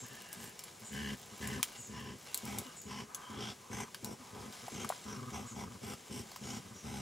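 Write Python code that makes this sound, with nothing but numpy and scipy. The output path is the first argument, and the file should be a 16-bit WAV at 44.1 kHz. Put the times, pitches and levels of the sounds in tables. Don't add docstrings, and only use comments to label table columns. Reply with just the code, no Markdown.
import sys
import numpy as np
from scipy import signal
from scipy.fft import rfft, irfft, next_fast_len
from scipy.io import wavfile
from scipy.ndimage import uniform_filter1d, map_coordinates

SR = 44100
rng = np.random.default_rng(int(sys.argv[2]) if len(sys.argv) > 2 else 0)


def output_pcm(signal):
    pcm = np.clip(np.atleast_2d(signal).T, -1, 1) * 32767
    wavfile.write(sys.argv[1], SR, np.round(pcm).astype(np.int16))


N = 309141
TIME = np.arange(N) / SR

# (frequency [Hz], bandwidth [Hz], gain [dB])
NOSE_MODES = [(1035, 170, -6), (1860, 770, -3), (2970, 130, -11.5), (4700, 4700, -1.5)]
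MOUTH_MODES = [(795, 240, 10), (1335, 220, 6.5), (2036, 610, 1), (2620, 1100, 9), (3330, 380, 4)]
TEETH_MODES = [(7500, 1300, -3.5), (8420, 1900, 1.5), (12200, 1900, -4.5)]
# (start [s], end [s], voice [dB], fold slackness [0-1], breath [dB], mouth opening [0-1],
# hoarse ring [Hz], ring [dB], tongue hiss [Hz], hiss [dB], sizzle at the teeth [dB])
PANTS = [ (0.349, 0.51, -55.5, 0.42, -67, 0.3, 2850, -73, 6800, -71, -59.5),
         (0.901, 1.166, -44, .17, -53, 0.09, 2910, -51.5, 5000, -68, -64),
         (1.397, 1.614, -43.5, 0.3, -51, 0.14, 2800, -54, 5950, -74, -59.5),
         (1.873, 2.172, -49.5, 0.41, -57.5, 0.22, 2870, -60, 5360, -65, -82),
         (2.427, 2.633, -46, 0.59, -52, 0.95, 2190, -60, 5670, -59, -59.5),
         (2.849, 3.06, -49, 0.49, -51.5, 0.44, 2720, -67, 5530, -58.5, -67),
         (3.291, 3.454, -49.5, 0.74, -59, 0.5, 3270, -58.5, 5300, -69, -84),
         (3.371, 3.539, -48.5, 0.64, -48.5, 0.74, 3270, -51.5, 5450, -53.5, -65),
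         (3.696, 3.859, -46, 0.74, -49, 0.58, 2250, -61, 6000, -52.5, -56.5),
         (4.022, 4.157, -47.5, 0.8, -56.5, 1, 820, -56, 5650, -58, -60),
         (4.325, 4.522, -51.5, 0.77, -61, 0.86, 930, -61, 5600, -79, -72),
         (4.715, 4.894, -46.5, 0.8, -53, 0.8, 3100, -62, 6330, -57.5, -66),
         (5.048, 5.184, -47.5, 0.6, -60, 1, 1140, -54, 5640, -56.5, -67),
         (5.314, 5.449, -46.5, .5, -52, 1, 900, -61, 5900, -55.5, -61.5),
         (5.545, 5.672, -46.5, 0.43, -54, 0.97, 820, -53.5, 5570, -57.5, -62),
         (5.814, 5.96, -47, 0.59, -50, 0.86, 2650, -61, 5500, -55, -54),
         (6.093, 6.244, -46.5, 0.52, -55.5, 0.8, 2880, -59.5, 5440, -55, -55.5),
         (6.407, 6.613, -47, 0.48, -50.5, 0.58, 6850, -57, 5650, -56, -60.5),
         (6.824, 7.039, -45.5, 0.23, -52, 0.96, 3880, -62, 5900, -56.5, -58.5)]
def grunts(taut_hz=73, slack_hz=53, flutter=.8, jaw_bend=.07, ring_glide=.1):
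    out = np.zeros(N)
    for (start, end, voice_db, slack, breath_db, opening,
         ring_hz, ring_db, hiss_hz, hiss_db, teeth_db) in PANTS:
        length = end - start
        t = np.arange(int(length * SR)) / SR
        count, progress = len(t), t / length
        flap_hz = np.interp(slack, [0, 1], [taut_hz, slack_hz])
        voice, air = throat(count, flap_hz, rough=slack, sag_per_s=0.31)
        voicing = swell(t, length, rise_s=np.interp(slack, [0, .5], [0.07, 0.012]), fall_s=0.039)
        add(out, start, from_db(voice_db + 1.5 * progress) * voice * voicing)

        nose = np.sqrt(1 - opening) * rush(count, NOSE_MODES, spread_db=4.5)
        mouth = np.sqrt(opening) * rush(count, MOUTH_MODES, spread_db=3)
        nostrils = from_db(5) * (1 - opening) ** 4 * whistle(count, hz=1760, width_hz=320)
        breath = from_db(breath_db) * (nose + mouth + nostrils)
        ring = from_db(ring_db) * whistle(count, ring_hz, width_hz=550)
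        ring = bent(ring, 1 + ring_glide * opening * progress)
        tongue_modes = [(hiss_hz, 760, 0), (0.87 * hiss_hz, 760, -7)]
        hiss = from_db(hiss_db) * rush(count, tongue_modes, spread_db=2)
        teeth = from_db(teeth_db) * rush(count, TEETH_MODES, spread_db=1)
        jaw = 1 + jaw_bend * opening * np.sin(np.pi * progress)
        flow = swell(t, length, rise_s=0.39 * length, fall_s=0.31 * length)
        flow *= (1 - flutter + flutter * air) * from_db(2 * drift(28.3, count))
        add(out, start, flow * (bent(breath + hiss + teeth, jaw) + ring))
    return out


# (frequency [Hz], bandwidth [Hz], gain [dB])
THROAT_MODES = [(74.8, 11, -0.5), (119, 24.7, 1), (208.3, 20.8, 4.5), (260.5, 49, -4), (415, 30.6, -4),
                (547, 220, -12.5)]
def throat(count, rate_hz, rough, sag_per_s):
    jitter, shimmer, gust_spread = rng.standard_normal((64, 3)).T
    slowing = np.exp(sag_per_s * (np.arange(64) / rate_hz - count / SR / 2))
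    periods = slowing * np.exp(0.2407 * rough * jitter)
    at = (np.cumsum(periods) * SR / rate_hz).astype(int)
    at -= at[0]
    inside = at < count
    flaps, gusts = np.zeros((2, count))
    flaps[at[inside]] = from_db(8.4 * rough * shimmer[inside])
    gusts[at[inside]] = from_db(2 * gust_spread[inside])
    air = signal.lfilter([1], [1, -np.exp(-1 / (0.011 * SR))], gusts)
    air = rms_one(cut(air, 160, "low"))
    leak = 1.63 * rough * air * rng.standard_normal(SR)[:count]
    sacs = rms_one(resonate(rms_one(flaps) + leak, THROAT_MODES))
    rasp = from_db(-1) * rough ** 2 * air * whistle(count, hz=425, width_hz=190)
    sound = cut(sacs + rasp, 470, "low", order=6)
    sound = cut(sound, 48, "high", order=4)
    running_rms = np.sqrt(uniform_filter1d(sound ** 2, size=1500) + 1e-18)
    return sound / running_rms, air


# (midpoint [s], level [dB], pitch [Hz])
PUFFS = [(0.04, -50, 121.8), (0.127, -54.5, 135), (0.834, -54.5, 109), (1.127, -52, 220),
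         (1.335, -54.5, 100.3), (1.596, -45, 124.8), (1.801, -55, 122), (2.675, -51.5, 256),
         (4.218, -53.5, 251), (4.647, -52.5, 121.5), (5.189, -45.5, 124.4), (5.234, -44.5, 124.3),
         (5.286, -45, 119), (5.46, -48, 118), (5.531, -49, 113), (5.678, -47.5, 91.3), (5.72, -50.5, 117.3),
         (5.761, -51, 95.4), (6.627, -60, 97), (6.669, -53, 91), (6.722, -52, 113), (6.766, -54, 96.8)]
def chuckles(length_s=0.051):
    out, t = np.zeros(N), np.arange(int(length_s * SR)) / SR
    envelope = swell(t, length_s, rise_s=.022, fall_s=.026)
    for middle, level_db, hz in PUFFS:
        voice, _ = throat(len(t), hz, rough=.1, sag_per_s=2.5)
        wheeze = whistle(len(t), hz=1130, width_hz=380) * np.sin(np.pi * t / length_s) ** 2
        puff = rms_one(voice) + from_db(-9) * wheeze
        add(out, middle - length_s / 2, from_db(level_db) * puff * envelope)
    return out


# (start [s], end [s], level [dB], frequency [Hz], bandwidth [Hz])
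AIR_DRAWS = [(0.0, 0.53, -62.5, 1736, 230), (0.0, 0.538, -64.5, 2820, 300), (2.58, 2.776, -64, 1210, 500),
             (3.042, 3.425, -56.5, 1040, 664), (3.571, 3.908, -62, 1020, 450),
             (4.171, 4.405, -61, 910, 450), (5.077, 5.56, -62, 1140, 380)]
def wheezes():
    out = np.zeros(N)
    for start, end, level_db, hz, width_hz in AIR_DRAWS:
        t = np.arange(int((end - start) * SR)) / SR
        flutter = from_db(2.2 * drift(60, len(t)))
        flow = from_db(level_db) * flutter * swell(t, end - start, rise_s=0.11, fall_s=0.03)
        add(out, start, flow * whistle(len(t), hz, width_hz))
    return out


# (time [s], nominal level [dB], strongest resonance [Hz], 60 dB decay time [s])
STEM_SNAPS = [ (0.3287, -25.5, 8300, 0.01), (0.5913, -29.5, 5100, 0.024), (0.6375, -30.5, 7450, 0.023),
              (1.4733, -24, 7300, 0.013), (1.6286, -9.5, 5670, 0.014), (2.344, -15, 8100, 0.015),
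              (2.3745, -20, 8400, 0.0076), (2.453, -25.5, 7700, 0.0072), (2.585, -19, 7800, 0.019),
              (2.8165, -34, 8500, 0.0086), (3.1461, -23.5, 7030, 0.031), (3.945, -28.5, 3180, 0.026),
              (4.0451, -21, 7140, 0.011), (4.5244, -39, 3930, 0.027), (4.682, -35.5, 8100, 0.017),
              (4.8462, -29.5, 6000, .011), (4.8903, -23, 7400, 0.024), (6.316, -36.5, 4470, 0.021),
              (6.36, -32, 4900, 0.025)]
def stems(shiver_s=0.015, crack_delay_s=.001):
    out, t = np.zeros(N), np.arange(SR // 6) / SR
    for start, level_db, hz, decay_s in STEM_SNAPS:
        tear = from_db(-60 * t / decay_s)
        shiver = from_db(-20 - 60 * t / shiver_s)
        burst = (tear + shiver) * np.minimum(t / 0.0014, 1)
        modes = [(1200, 1400, -14), (hz * 0.52, 1600, -6), (hz, 1600, 0),
                 (hz * 1.435, 2200, -2), (hz * 3.3, 6000, -5)]
        add(out, start, from_db(level_db - 9) * burst * rush(len(t), modes, spread_db=1))
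        crack = cut(signal.unit_impulse(len(t)), [hz * 0.56, 15000], "band")
        add(out, start + crack_delay_s, from_db(level_db + 6) * crack)
    return out


# (time [s], level [dB], pitch [Hz])
STALK_KNOCKS = [(1.6292, -21, 2520), (1.630, -33, 1040), (2.343, -35, 2400), (3.9463, -39.5, 1130),
                (4.681, -27.5, 755), (4.846, -27.5, 1200), (4.901, -19, 710), (4.922, -27.5, 1010),
                (6.317, -39.5, 746), (6.361, -34.5, 1050)]
def stalks(ring_cycles=14, splinter_s=0.055):
    out, t = np.zeros(N), np.arange(SR // 6) / SR
    for start, level_db, hz in STALK_KNOCKS:
        wood = np.sin(2 * np.pi * hz * t) * from_db(-60 * t * hz / ring_cycles)
        splinters = 0.17 * whistle(len(t), hz, width_hz=hz) * from_db(-60 * t / splinter_s)
        knock = (wood + splinters) * np.minimum(t * hz, 1)
        add(out, start, from_db(level_db) * cut(knock, hz / 2, "high"))
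    return out


# (time [s], level [dB])
RUSTLE_LEVELS = [(0, -57), (0.35, -57.5), (1.25, -59), (1.55, -54), (2.18, -63), (2.28, -56), (2.64, -53.5),
                 (3.08, -72.5), (3.22, -58), (3.6, -63.5), (4.18, -62.5), (4.42, -56.5), (4.9, -55),
                 (5.7, -61.5), (6.5, -56.5), (7.0, -63)]
# (frequency [Hz], relative spectral density [dB])
LEAF_SPECTRUM = [(300, 10), (800, 18.5), (1600, 13.5), (2900, 14), (4200, 16), (6000, 10), (8500, 20),
                 (10500, -5), (15000, 1)]
def leaves(base_ticks_per_s=900):
    level = from_db(np.interp(TIME, *np.transpose(RUSTLE_LEVELS)))
    ticks_per_s = base_ticks_per_s * rms_one(level) * from_db(4 * drift(25, N))
    onsets = rng.random((2, N)) < ticks_per_s / SR
    sizes = from_db(5.5 * np.minimum(rng.exponential(1, (2, N)), 4))
    ticks = onsets * sizes * rng.choice([-1, 1], (2, N))
    flicker = from_db(2 * drift(30, N))
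    brushing = rng.standard_normal((2, N))
    return level * flicker * coloured(rms_one(ticks) + brushing, LEAF_SPECTRUM)


# (time [s], typical tick level before filtering [dB])
TICK_LEVELS = [(0, -29), (2.6, -36), (3.1, -50)]
def crackle(ticks_per_s=25):
    sizes = from_db(np.interp(TIME, *np.transpose(TICK_LEVELS)) + rng.standard_normal(N))
    onsets = rng.random(N) < ticks_per_s / SR
    return cut(sizes * onsets, 4200, "high")


# (time [s], lower voice [Hz], nominal level [dB])
BIRD_CALLS = [(-0.03, 6690, -48), (0.843, 7090, -49.5), (1.77, 7000, -49.5), (1.81, 6780, -52),
              (2.76, 6900, -49.5), (4.70, 6520, -55), (5.46, 6850, -51), (6.365, 6660, -60),
              (6.743, 5820, -53.5)]
# (time [s], pitch [Hz])
FAR_NOTES = [(1.717, 2815), (2.264, 2780), (2.639, 2884), (3.218, 3140)]
def birds(length_s=0.056, upper_ratio=1.16, warble_depth=.026):
    out, t = np.zeros(N), np.arange(int(length_s * SR)) / SR
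    envelope = swell(t, length_s, rise_s=0.0034, fall_s=0.0084)
    for start, low_hz, level_db in BIRD_CALLS:
        for hz, voice_db in [(low_hz, 0), (low_hz * upper_ratio, -3)]:
            arch = 0.112 * rng.uniform(0.28, 1.33) * (2 * t / length_s - 1) ** 4
            sag = 0.067 * rng.random() * (t / length_s - .5)
            warble = 1 + warble_depth * drift(377, len(t))
            phase = 2 * np.pi * np.cumsum(hz * (1 - arch - sag) * warble) / SR
            add(out, start, from_db(level_db + voice_db) * np.sin(phase) * envelope)
    for start, hz in FAR_NOTES:
        add(out, start, from_db(-58) * whistle(len(t), hz, width_hz=110) * envelope ** 2)
    return 0.68 * out + from_db(-2) * scatter(out, t60=0.43)


# (frequency [Hz], relative spectral density [dB])
FOREST_SPECTRUM = [(18, -45), (30, -25), (97, 1), (222, 3.5), (312, -6.5), (437, 1.5), (597, -9),
                   (1030, -10), (3150, -11), (4200, -18), (5730, -6.5), (8470, -15), (15000, -24.5)]
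def forest():
    return from_db(-58) * coloured(rng.standard_normal((2, N)), FOREST_SPECTRUM)


def undergrowth():
    sources = grunts() + chuckles() + wheezes() + stems() + leaves() + crackle() + birds()
    return sources + from_db(-4.5) * scatter(cut(sources, 335, "high"), t60=0.082) + forest()


def scatter(x, t60):
    t = np.arange(SR // 2) / SR
    echoes = rng.standard_normal(len(t)) * from_db(-60 * t / t60)
    return signal.fftconvolve(x, echoes / np.linalg.norm(echoes))[:N]


def resonate(x, modes):
    out = 0
    for k, (hz, width_hz, db) in enumerate(modes):
        r = np.exp(-np.pi * width_hz / SR)
        poles = [1, -2 * r * np.cos(2 * np.pi * hz / SR), r * r]
        gain = (-1) ** k * from_db(db) * (1 - r * r) / 2
        out = out + gain * signal.lfilter([1, 0, -1], poles, x + 1e-18)
    return out


def whistle(count, hz, width_hz):
    mode = [(hz, width_hz, 0)]
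    return rms_one(resonate(resonate(rng.standard_normal(SR)[:count], mode), mode))


def rush(count, modes, spread_db):
    out = 0
    for hz, width_hz, db in modes:
        gain = from_db(db + spread_db * rng.standard_normal())
        detune = 1 + 0.0046 * rng.standard_normal()
        out = out + gain * whistle(count, hz * detune, width_hz)
    return rms_one(out)


def bent(x, ratio):
    return map_coordinates(x, [np.cumsum(ratio / ratio.mean())], order=3, mode="mirror")


def coloured(pair, spectrum):
    edges = 22 * 2 ** np.arange(0, 10, .5)
    bands = (from_db(at_hz(spectrum, np.sqrt(lo * hi))) * cut(pair[k % 2], [lo, hi], "band")
             for k, (lo, hi) in enumerate(zip(edges, edges[1:])))
    return rms_one(sum(bands))


def cut(x, hz, kind, order=2):
    sections = signal.butter(order, np.clip(hz, 10, .45 * SR), kind, fs=SR, output="sos")
    return signal.sosfilt(sections, x + 1e-18)


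def swell(t, length, rise_s, fall_s):
    return np.sin(np.pi / 2 * np.clip(np.minimum(t / rise_s, (length - t) / fall_s), 0, 1))


def drift(rate, count):
    return np.interp(np.arange(count) * rate / SR, np.arange(4096), rng.standard_normal(4096))


def add(out, start_s, sound):
    at = round(start_s * SR)
    sound = sound[max(-at, 0):max(N - at, 0)]
    out[max(at, 0):max(at, 0) + len(sound)] += sound


def at_hz(points, hz):
    frequencies, values = np.transpose(points)
    return np.interp(np.log(hz), np.log(frequencies), values)


def from_db(db):
    return 10 ** (np.asarray(db) / 20)


def rms_one(x):
    return x / np.sqrt(np.mean(x ** 2) + 1e-20)


# (frequency [Hz], gain [dB], share in quadrature with the mid [-1 to 1])
SIDE_BANDS = [(238, -15, -1), (397, -7.5, -0.32), (600, -2.5, 0.36), (970, -8, 0.64), (2040, -7, 0.55),
              (2950, -17.5, 0), (5250, -43, 0), (9200, 0, 0.71), (14500, -10, 0.12)]
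def scene():
    mid = undergrowth() + stalks()
    size = next_fast_len(N, True)
    hz = np.maximum(np.fft.rfftfreq(size, 1 / SR), 1)
    share = at_hz([(band_hz, part) for band_hz, _, part in SIDE_BANDS], hz)
    side_db = at_hz([(band_hz, db) for band_hz, db, _ in SIDE_BANDS], hz)
    quadrature = 1j * share * rfft(mid, size)
    diffuse = np.sqrt(1 - share ** 2) * rfft(undergrowth(), size)
    side = irfft((quadrature + diffuse) * from_db(side_db), size)[:N]
    return np.array([mid + side, mid - side]) * from_db([[.4], [-.4]])


def record(dry):
    return signal.sosfilt(signal.ellip(10, .2, 80, 15700, fs=SR, output="sos"), dry)


dry = scene()
out = record(dry)
output_pcm(out)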